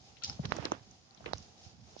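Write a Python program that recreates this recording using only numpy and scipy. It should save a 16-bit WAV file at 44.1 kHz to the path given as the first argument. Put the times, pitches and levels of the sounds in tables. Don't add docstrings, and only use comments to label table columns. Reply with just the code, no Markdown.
import sys
import numpy as np
from scipy import signal
from scipy.fft import rfft, irfft, next_fast_len
from scipy.io import wavfile
from scipy.ndimage import map_coordinates

SR = 44100
rng = np.random.default_rng(int(sys.argv[2]) if len(sys.argv) > 2 else 0)


def bounce(signal):
    frames = np.transpose(np.atleast_2d(signal))
    limited = np.clip(frames, -1, 1)
    pcm = np.round(limited * 32767).astype(np.int16)
    wavfile.write(sys.argv[1], SR, pcm)


N = 88200

# start_s, level_db
RUMBLE_LEVEL = [(0, -59), (.22, -62), (.3, -40.5), (.37, -55), (.46, -44.5), (.62, -47.5), (.76, -56.5),
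                (.92, -59.5), (1.0, -63), (1.22, -62.5), (1.3, -48.5), (1.45, -60), (2, -58)]
# start_s, level_db
RUSTLE_LEVEL = [(0, -63.5), (.23, -68), (.24, -35), (.26, -43.5), (.31, -49.5), (.39, -63.5), (.5, -55.5),
                (.58, -56), (.68, -59.5), (.8, -68), (1.1, -70), (1.32, -66.5), (1.34, -56), (1.45, -64),
                (1.55, -70.5), (1.64, -57.5), (1.75, -70), (1.96, -64.5), (2, -52.5)]
# start_s, level_db
SCUFF_LEVEL = [(0, -86), (.21, -68), (.24, -64), (.35, -61), (.42, -69.5), (.45, -43), (.48, -61.5),
               (.53, -45), (.6, -47.5), (.66, -41.5), (.7, -57.5), (.74, -44.5), (.78, -61.5), (.95, -81),
               (1.17, -66.5), (1.25, -62.5), (1.265, -45), (1.32, -55.5), (1.38, -64), (1.5, -75.5),
               (2, -70.5)]
# frequency_hz, density_db (per Hz)
ROOM_COLOUR = [(120, -45), (220, -4), (450, -3), (600, -5), (770, 3), (950, -9), (1700, -13.5), (3000, -11),
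               (5300, -9.5), (6900, -9.5), (8000, -33), (8800, -22.5), (9800, -39.5)]
# frequency_hz, density_db (per Hz)
BASS_COLOUR = [(25, -48.5), (50, -2), (86, 0.5), (150, -5.5), (200, -5.5), (350, -30), (600, -73.5)]
# frequency_hz, density_db (per Hz)
TREBLE_COLOUR = [(900, -40), (1600, -20), (2600, -11), (4100, -6), (5200, -1), (6400, -7.5), (7300, -18.5),
                 (8000, -33), (8800, -42.5), (9800, -89)]
# frequency_hz, density_db (per Hz)
MIDDLE_COLOUR = [(100, -18), (250, 5.5), (500, 1.5), (1300, -2), (2200, -8), (3500, -13), (6000, -40)]
# frequency_hz, correlation (-1 to 1)
LIKENESS = [(60, 0.73), (250, 0.8), (520, 0.59), (1100, 0.0052), (2200, -0.28), (9000, 0.12)]
# start_s, level_db (peak), centre_hz, left_right_db, t60_s (time to fall 60 dB)
SCRAPE_EVENTS = [(0.167, -48, 2840, 10, 0.09), (0.221, -40.5, 3060, 8.5, 0.072),
                 (.261, -37, 4600, 6, 0.025), (0.277, -38, 5040, 5, 0.055), (0.565, -34, 6800, 4.5, 0.018),
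                 (0.736, -49, 2980, 10, .02), (1.173, -48.5, 3370, 10, 0.051),
                 (1.2591, -30, 2350, 0.5, .025), (1.424, -49.5, 5570, -19, 0.077),
                 (1.991, -43.5, 4600, -2, 0.051)]
# start_s, level_db (peak), pitch_hz, left_right_db, decay_cycles (to fall 30 dB)
KNOCK_EVENTS = [(0.222, -50, 1380, 5, 55), (0.297, -42.5, 1380, -13, 6.3), (0.392, -36, 605, 17.5, 5.1),
                (.391, -26, 123.6, 2, 2.94), (0.444, -41, 418, -9, 6), (0.454, -34.5, 1340, 19, 0.49),
                (.448, -30.5, 105, -8, 0.86), (0.5213, -13, 1025, -57, 0.3), (0.521, -38.5, 213, 14, 1.2),
                (.585, -29, 542, -16, 2.1), (0.588, -32, 104, -23, 1.7), (0.6528, -27, 402, -7.5, 1.8),
                (0.7187, -16.5, 777, -6, 1.7), (0.7183, -24, 339, -4, 3.6), (1.205, -46.5, 683, 24, 6.1),
                (1.243, -42.5, 1220, -5, 2.5), (1.26, -33.5, 470, -15, 9.2),
                (1.3334, -21.5, 685, -19.5, 1.33), (1.3327, -29, 1540, -15.5, 1.5),
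                (1.338, -37.5, 68.5, -13, 0.79), (1.655, -47, 85, -17, 2.2), (1.965, -37, 547, -27, 0.82)]
# start_s, level_db (peak), centre_hz, left_right_db, width_ratio (one resonance's width over centre)
TICK_EVENTS = [(.2364, -23, 5600, 0, .3), (.2381, -28, 3300, 3, 1.4), (.246, -21, 5300, .5, .35),
               (.2502, -34, 4500, 3, .4), (.2978, -24, 5200, 5, .14), (.4536, -27, 3300, -12, .9),
               (.457, -32, 5060, 24, .5), (.5226, -30, 4280, -39, .8), (.6535, -24, 5200, 15, .6),
               (.6546, -23, 3300, 10, .8), (.7192, -29, 6300, 15, .3), (.72, -35, 3000, 10, .4),
               (.912, -45, 6070, -11, .2), (1.1095, -47, 4400, 11.5, .3), (1.1475, -48, 5850, -21, .12),
               (1.278, -42, 2500, -5, .6), (1.3338, -24, 4500, -15, .4), (1.3815, -38, 5860, -26, .15)]

ROOM_DB, ROOM_LEFT_RIGHT_DB = -63.5, -0.5
RUMBLE_LEFT_RIGHT_DB, SCUFF_LEFT_RIGHT_DB = -6.0, -11
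GRAINS_PER_S, GRAIN_SPREAD_DB = 900, 4
RUSTLE_GRAIN_DB, SCUFF_GRAIN_DB = 5, 4
SCRAPE_RISE_S, SCRAPE_WIDTH_RATIO = 0.00082, 0.56
KNOCK_LEFT_LAG_S, TICK_RIGHT_LAG_S = 0.00064, 0.000412
ONSET_POWER = 3.2
SAG_RATIO, SAG_S = 0.6, 0.012
CRACK_DB, CRACK_T60_S = -17, 0.006
TAIL_DB, TAIL_T60_S = -32, 0.04
BROAD_DB = -26
SWELL_HZ, SWELL_WIDTH_HZ, SWELL_DB = 790, 150, -58
PORT_HZ, PORT_WIDTH_HZ, PORT_DB = 4000, 190, 4.5
ROLLOFF_HZ, SHELF_DB = 6680, -15
LOW_CUT_HZ, TOP_HZ = 58, 9850


def amp(db):
    return 10 ** (np.asarray(db) / 20)


def unit(x):
    return x / np.sqrt(np.mean(x ** 2) + 1e-20)


def along(points, hz):
    f, v = np.transpose(points)
    return np.interp(np.log(hz + 1), np.log(f + 1), v)


def level_curve(rows):
    start_s, level_db = np.transpose(rows)
    return amp(np.interp(np.arange(N) / SR, start_s, level_db))


def wobble(rate):
    knots = rng.standard_normal(int(N * rate / SR) + 4)
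    return map_coordinates(knots, [np.arange(N) * rate / SR])


def noise():
    return rng.standard_normal((2, N))


def filtered(x, response):
    n = x.shape[-1]
    m = next_fast_len(n + 4096)
    return irfft(rfft(x, m) * response(np.fft.rfftfreq(m, 1 / SR)), m)[..., :n]


def delays(f, left_s, right_s):
    return np.exp(-2j * np.pi * f * np.array([[left_s], [right_s]]))


def peak(f, hz, width_hz):
    return 1j * f * width_hz / (hz * hz - f * f + 1j * f * width_hz)


def port(f):
    ring = 1 + amp(PORT_DB) * peak(f, PORT_HZ, PORT_WIDTH_HZ)
    dull_top = amp(SHELF_DB) + 1 / (1 + (f / ROLLOFF_HZ) ** 30)
    return ring * dull_top


def sides(left_right_db):
    gains = amp(np.array([left_right_db / 2, -left_right_db / 2]))
    return (gains / gains.mean())[:, None]


def place(out, sound, start, level_db, left_right_db):
    gain = amp(level_db) * sides(left_right_db)
    out[:, start:][:, :sound.shape[-1]] += gain * sound / np.abs(sound).max()


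def rush(colour, source):
    def response(hz):
        half_angle = np.arccos(np.clip(along(LIKENESS, hz), -1, 1)) / 2
        return amp(along(colour, hz)) * [np.cos(half_angle), np.sin(half_angle)]

    mid, side = filtered(source, response)
    return unit(np.array([mid + side, mid - side]))


def grains(t60):
    struck = rng.random((2, N)) < GRAINS_PER_S / SR
    hits = struck * amp(GRAIN_SPREAD_DB * noise())
    fade = amp(-60 * np.arange(SR // 50) / SR / t60)
    envelope = signal.fftconvolve(hits, fade[None], axes=1)[:, :N]
    return unit(envelope * noise())


def room_air():
    drift = amp(2.4 * wobble(12.7))
    return amp(ROOM_DB) * sides(ROOM_LEFT_RIGHT_DB) * rush(ROOM_COLOUR, drift * noise())


def rumble():
    lumps = amp(2.35 * wobble(13.75))
    bass = unit(lumps * rush(BASS_COLOUR, noise()))
    return level_curve(RUMBLE_LEVEL) * sides(RUMBLE_LEFT_RIGHT_DB) * bass


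def rustle():
    hiss = noise() * amp(1.15 * wobble(31.0))
    source = hiss + amp(RUSTLE_GRAIN_DB) * grains(0.014)
    return level_curve(RUSTLE_LEVEL) * rush(TREBLE_COLOUR, source)


def scuff():
    rubbing = amp(1.2 * wobble(30)) * noise()
    source = rubbing + amp(SCUFF_GRAIN_DB) * grains(0.01)
    return level_curve(SCUFF_LEVEL) * sides(SCUFF_LEFT_RIGHT_DB) * rush(MIDDLE_COLOUR, source)


def scrapes():
    out, t = np.zeros((2, N + SR)), np.arange(SR // 10) / SR
    for start_s, level_db, hz, left_right_db, t60 in SCRAPE_EVENTS:
        crackle = np.sign(rng.standard_normal((2, len(t))))
        puff = crackle * (1 - np.exp(-t / SCRAPE_RISE_S)) * amp(-60 * t / t60)
        puff = filtered(puff, lambda f: peak(f, hz, SCRAPE_WIDTH_RATIO * hz) ** 2 * port(f))
        place(out, puff, round(start_s * SR), level_db, left_right_db)
    return out[:, :N]


def knocks():
    out, t = np.zeros((2, N + SR)), np.arange(SR // 5) / SR
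    for start_s, level_db, hz, left_right_db, cycles in KNOCK_EVENTS:
        sag = SAG_RATIO * SAG_S * (1 - np.exp(-t / SAG_S)) * (hz < 200)
        onset = np.minimum(t * hz, 1) ** ONSET_POWER
        decay = amp(-30 * t * hz / cycles)
        swing = np.sin(2 * np.pi * hz * (t + sag)) * onset * decay
        place(out, swing, round(start_s * SR), level_db, left_right_db)
    return filtered(out[:, :N], lambda f: delays(f, KNOCK_LEFT_LAG_S, 0))


def ticks():
    lead = 128
    out, t = np.zeros((2, N + SR)), np.arange(SR // 10) / SR
    for start_s, level_db, hz, left_right_db, width_ratio in TICK_EVENTS:
        splinters, *tail = np.sign(rng.standard_normal((3, len(t))))
        crack = splinters * amp(CRACK_DB - 60 * t / CRACK_T60_S)
        scatter = np.array(tail) * amp(TAIL_DB - 60 * t / TAIL_T60_S)
        burst = np.roll((t == 0) + crack + scatter, lead, axis=1)

        def response(f):
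            ring = peak(f, hz, width_ratio * hz) ** 2 + amp(BROAD_DB)
            return ring * port(f) * delays(f, 0, TICK_RIGHT_LAG_S)

        place(out, filtered(burst, response), round(start_s * SR) - lead, level_db, left_right_db)
    return out[:, :N]


def hollow_swell():
    hum = unit(filtered(rng.standard_normal(N), lambda f: peak(f, SWELL_HZ, SWELL_WIDTH_HZ) ** 2))
    gate = np.interp(np.arange(N) / SR, [0.255, 0.2669, 0.32, 0.36], [0, 1, 1, 0])
    return amp(SWELL_DB) * gate * hum


def scene():
    events = ticks() + scrapes() + knocks()
    handling = rumble() + scuff()
    return events + handling + rustle() + hollow_swell() + room_air()


def record(dry):
    def band(hz):
        bass_cut = (1j * hz / (LOW_CUT_HZ + 1j * hz)) ** 2
        return bass_cut * (hz < TOP_HZ)

    return filtered(dry, band) + amp(-103) * rng.standard_normal(dry.shape)


dry = scene()
out = record(dry)
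bounce(out)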